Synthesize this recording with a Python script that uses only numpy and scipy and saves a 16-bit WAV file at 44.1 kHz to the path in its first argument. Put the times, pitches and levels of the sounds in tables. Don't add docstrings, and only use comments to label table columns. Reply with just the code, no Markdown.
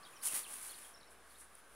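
import sys
import numpy as np
from scipy import signal
from scipy.fft import rfft, irfft, next_fast_len
from scipy.io import wavfile
from scipy.ndimage import uniform_filter1d, map_coordinates

SR = 44100
rng = np.random.default_rng(int(sys.argv[2]) if len(sys.argv) > 2 else 0)


def digitize_waveform(pressure):
    field = np.atleast_2d(pressure).T
    bounded = np.clip(field, -1, 1)
    quanta = np.round(bounded * 32767).astype(np.int16)
    wavfile.write(sys.argv[1], SR, quanta)


def invert_db(x):
    u = np.asarray(x, float) / 20
    return 10 ** u


N = 77175

# [f/Hz, level/dB]
TOWN_TONE = [(30, -11.5), (90, -17.5), (350, -10), (1000, -9.5), (1720, -10), (1820, -13.5), (5500, -26.5),
             (15000, -36)]
# [t/s, level/dB]
MOTOR_LEVEL = [(0.0, -86), (0.028, -108), (0.316, -81), (0.55, -79), (0.642, -75.5), (1.038, -78),
               (1.076, -73.5), (1.368, -71.5), (1.676, -79), (1.75, -68)]
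# [f/Hz, width/Hz, level/dB, fade/(dB per s)]
MACHINES = [
    (1142, 110, -66.5, -7),
    (1566, 83, -75, -0.5),
    (600, 45, -83, -2),
]
# [t/s, length/s, start f/Hz, end f/Hz, level/dB]
NEAR_CHIRPS = [(.151, .012, 5750, 5950, -68), (.161, .017, 5950, 5150, -60), (.186, .034, 5300, 5600, -74),
               (.213, .016, 3650, 5650, -62), (.229, .016, 5650, 4600, -60), (.935, .011, 5950, 5500, -67),
               (.942, .015, 5600, 5200, -60), (.971, .013, 5750, 5250, -66), (.997, .012, 5600, 5300, -72),
               (1.026, .008, 5600, 5350, -71), (1.066, .03, 5500, 5250, -73),
               (1.005, .015, 5000, 3400, -67), (1.025, .024, 3500, 4500, -68)]
# [t/s, length/s, start f/Hz, end f/Hz, level/dB]
HEDGE_CHIRPS = [(.024, 0.013, 4170, 4240, -62), (.032, 0.0047, 5300, 5380, -58.5),
                (.036, 0.012, 4270, 4950, -66), (.05, 0.0046, 3950, 3720, -58),
                (.055, 0.025, 3210, 3350, -62), (.06, 0.0118, 4430, 3440, -65),
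                (.118, 0.024, 7100, 6900, -73), (.13, 0.024, 2465, 2480, -66),
                (.165, 0.011, 3050, 3000, -63), (.272, .025, 3400, 2550, -54),
                (.433, .009, 4650, 3700, -56), (.44, .018, 3850, 2800, -53), (.441, .009, 4550, 3800, -57),
                (.463, .01, 2600, 2950, -52), (.717, 0.0225, 3790, 2670, -58),
                (.735, .014, 5290, 3960, -59), (.744, .016, 3920, 3430, -61), (.834, .009, 3880, 3400, -65),
                (.842, 0.016, 3310, 3150, -64.5), (.958, 0.014, 3560, 4290, -69),
                (1.305, .012, 4830, 3430, -69), (1.345, 0.0166, 3330, 4050, -68.5),
                (1.36, .022, 4100, 4360, -71.5)]
# [t/s, length/s, start f/Hz, end f/Hz, level/dB]
ARCHED_CHIRPS = [
    (.691, .029, 4050, 3800, -56),
]
# [t/s, peak level/dB]
CRYSTAL_SNAPS = [
    (1.045, -55),
    (1.098, -57),
    (1.386, -43),
    (1.5529, -39),
    (1.553, -49),
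    (1.5536, -45),
    (1.5845, -47),
    (1.5893, -47),
    (1.621, -59),
]
# [peak t/s, level/dB, rise/s, fall/s, low crush against crackle/dB]
SNOW_PRESSES = [(.1, -74.5, 0.14, 0.6, 16.5), (0.235, -45, .014, 0.024, -1),
                (0.269, -34.5, 0.043, 0.044, -26), (0.353, -38.5, 0.073, 0.095, 1.5),
                (0.536, -50.5, 0.11, 0.12, 4.5), (.665, -50.5, 0.15, 0.11, 3), (0.828, -58, 0.27, 0.14, 8),
                (1.11, -61.5, 0.011, 0.061, -8), (1.0, -95, .1, 0.057, -2), (1.33, -68.5, 0.11, .1, 10.5),
                (1.405, -56.5, 0.034, 0.073, -25), (1.59, -74, 0.18, 0.043, 13),
                (1.74, -76.5, 0.1, .08, 16)]
# [f/Hz, level/dB]
CRACKLE_TONE = [(100, -45), (1000, -9.5), (2500, -14), (5500, -10.5), (8000, -7.5), (12000, -10),
                (15500, -11)]
# [f/Hz, level/dB]
CRUSH_TONE = [(100, -13), (400, -8.5), (900, -5.5), (2000, -2), (4000, -9), (7000, -12.5)]
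# [f/Hz, level/dB]
HISS_TONE = [(24, -50), (40, -8), (179, 4), (485, 1), (1460, -6.5), (1650, -6), (2120, -4.5),
             (15600, -11.5)]
# [f/Hz, level/dB]
SLIP_TONE = [(1000, -16), (5000, -8), (8800, -2), (9200, -45), (13600, -45), (14000, -3)]

TOWN_DB, TOWN_FADE_DB_PER_S = -61.5, -2
MOTOR_HZ, MOTOR_DRIFT_HZ = 58, 2.6
RASP_DB, RASP_HZ = 4, 55
NEAR_ECHO_DB, HEDGE_ECHO_DB, ARCH_ECHO_DB = -8, -5, -12
ECHO_T60_S, ARCH_HZ = .4, 430
SNAP_DB, SNAP_T60_S, SNAP_HZ = -9.5, .0012, 9000
THUD_S, THUD_DB, THUD_HZ, THUD_T60_S = .3345, -38, 270, .011
BREAKS_PER_S, SIZE_DB, CLUMP_DB, CLUMPS_PER_S = 22000, 1.8, 1.3, 450
SWELL = 1.8
CRUSH_DB = -11.5
BRIGHTER_DB_PER_DB, TOP_FROM_HZ = 1.6, 11800
PORT_HZ, PORT_WIDTH_HZ, PORT_DB = 9850, 1180, 14
HISS_DB = -74.5
SLIP_S, SLIP_LENGTH_S = .635, .011
CEILING, KNEE = .075, 3
TOP_HZ, OFFSET = 15750, -.0005


def unit(x):
    return x / np.sqrt(np.mean(x ** 2) + 1e-20)


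def along(points, hz):
    f, db = np.transpose([(2.8, -88)] + list(points))
    return invert_db(np.interp(np.log(hz + 1), np.log(f + 1), db))


def wobble(rate):
    knots = rng.standard_normal(N // 20)
    return map_coordinates(knots, [np.arange(N) * min(rate, 2000) / SR])


def filtered(x, response):
    m = next_fast_len(N + 8192)
    return irfft(rfft(x, m) * response(np.fft.rfftfreq(m, 1 / SR)), m)[..., :N]


def port(hz):
    damping = 1j * hz * PORT_WIDTH_HZ
    return 1 + invert_db(PORT_DB) * damping / (PORT_HZ ** 2 - hz ** 2 + damping)


def town():
    t = np.arange(N) / SR
    spectrum = signal.stft(rng.standard_normal(N), nperseg=512)[2]
    patches = uniform_filter1d(rng.standard_normal(spectrum.shape), 6, 0)
    patches = uniform_filter1d(patches, 14, 1)
    air = signal.istft(spectrum * invert_db(0.97 * unit(patches)), nperseg=512)[1][:N]
    air = unit(filtered(air, lambda hz: along(TOWN_TONE, hz)))
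    air = invert_db(TOWN_DB + TOWN_FADE_DB_PER_S * t) * air

    s, db = np.transpose(MOTOR_LEVEL)
    motor_hz = MOTOR_HZ + MOTOR_DRIFT_HZ * wobble(5.1)
    loudness = np.sqrt(2) * invert_db(np.interp(t, s, db) + 1.4 * wobble(8.7))
    return air + loudness * np.sin(2 * np.pi * np.cumsum(motor_hz) / SR)


def drones():
    t, out = np.arange(N) / SR, np.zeros(N)
    for c_hz, w_hz, db, fade_db in MACHINES:
        band = filtered(rng.standard_normal(N), lambda hz: np.exp(-((hz - c_hz) / w_hz) ** 2))
        out += invert_db(db + fade_db * t + 2.5 * wobble(6.7)) * unit(band)
    return out


def birds(chirps, echo_db, arch_hz=0):
    out = np.zeros(N)
    rasp, waver_hz = invert_db(RASP_DB * wobble(350)), RASP_HZ * wobble(250)
    for s, length, a_hz, b_hz, db in chirps:
        start = round(s * SR)
        u = np.arange(round(length * SR)) / (length * SR)
        hz = a_hz + (b_hz - a_hz) * u + arch_hz * np.sin(np.pi * u)
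        hz = hz + waver_hz[start:][:len(u)]
        whistle = np.sin(2 * np.pi * np.cumsum(hz) / SR)
        out[start:][:len(u)] += invert_db(db + 1.5) * np.sin(np.pi * u) ** .5 * whistle
    out = out * rasp
    t = np.arange(SR // 3) / SR
    tail = rng.standard_normal(len(t)) * invert_db(-60 * t / ECHO_T60_S) * (t > .004)
    return out + invert_db(echo_db) * signal.fftconvolve(out, tail / np.linalg.norm(tail))[:N]


def snaps():
    out, t = np.zeros(N), np.arange(2048) / SR
    for s, db in CRYSTAL_SNAPS:
        ring = invert_db(db + SNAP_DB - 60 * t / SNAP_T60_S) * np.cos(2 * np.pi * SNAP_HZ * t)
        out[round(s * SR):][:len(t)] += ring
    return out


def thud():
    out, t = np.zeros(N), np.arange(2048) / SR
    swell = invert_db(THUD_DB - 60 * t / THUD_T60_S) * (1 - np.exp(-t / 0.0017))
    out[round(THUD_S * SR):][:len(t)] += swell * np.sin(2 * np.pi * THUD_HZ * t)
    return out


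def breaks():
    hit = rng.random(N) < BREAKS_PER_S / SR
    size, sign = rng.exponential(size=N), rng.standard_normal(N)
    level_db = SIZE_DB * np.minimum(size, 3) + CLUMP_DB * wobble(CLUMPS_PER_S) + .8 * wobble(45)
    return hit * sign * invert_db(level_db)


def snow():
    t = np.arange(N) / SR
    fine, finest, deep = np.zeros((3, N))
    for s, db, rise, fall, depth_db in SNOW_PRESSES:
        distance = np.abs(t - s) / np.where(t < s, rise, fall)
        power = invert_db(db - 20 * distance ** SWELL) ** 2
        fine = fine + power
        deep = deep + power * invert_db(depth_db) ** 2
        finest = finest + power * invert_db(BRIGHTER_DB_PER_DB * np.clip(db + 49, -4, 0)) ** 2

    hail = breaks()
    crackle = filtered(hail, lambda hz: along(CRACKLE_TONE, hz))
    crackle = crackle / np.std(filtered(crackle, port))
    top = filtered(crackle, lambda hz: 1 / (1 + np.exp((TOP_FROM_HZ - hz) / 400)))
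    crush = 0.41 * unit(hail) + unit(breaks())
    crush = unit(filtered(crush, lambda hz: along(CRUSH_TONE, hz)))
    return np.sqrt(fine) * (crackle - top) + np.sqrt(finest) * top + invert_db(CRUSH_DB) * np.sqrt(deep) * crush


def scene():
    song = birds(NEAR_CHIRPS, NEAR_ECHO_DB) + birds(HEDGE_CHIRPS, HEDGE_ECHO_DB)
    song = song + birds(ARCHED_CHIRPS, ARCH_ECHO_DB, arch_hz=ARCH_HZ)
    mono = town() + drones() + song + snaps() + thud() + snow()
    return np.array([mono, mono])


def channel_slip(x):
    spectrum = signal.stft(x, nperseg=1024)[2]
    turned = spectrum * np.exp(2j * np.pi * rng.random(spectrum.shape))
    scrambled = signal.istft(turned, nperseg=1024)[1][:N]
    moment = np.exp(-((np.arange(N) / SR - SLIP_S) / SLIP_LENGTH_S) ** 2)
    slip = filtered(scrambled * moment, lambda hz: along(SLIP_TONE, hz))
    return np.array([slip, -slip])


def top_cut(x):
    return signal.sosfilt(signal.butter(12, 15740, fs=SR, output="sos"), x)


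def record(dry):
    x = filtered(dry, lambda hz: port(hz) * hz ** 2 / (hz ** 2 + 31 ** 2))
    hiss = filtered(rng.standard_normal((2, N)), lambda hz: along(HISS_TONE, hz))
    hiss = invert_db(HISS_DB) * unit(hiss)
    slip = channel_slip(x[0])
    x = x / (1 + np.abs(x / CEILING) ** KNEE) ** (1 / KNEE)
    x = filtered(x + hiss + slip, lambda hz: hz < TOP_HZ)
    return top_cut(x + OFFSET)


dry = scene()
out = record(dry)
digitize_waveform(out)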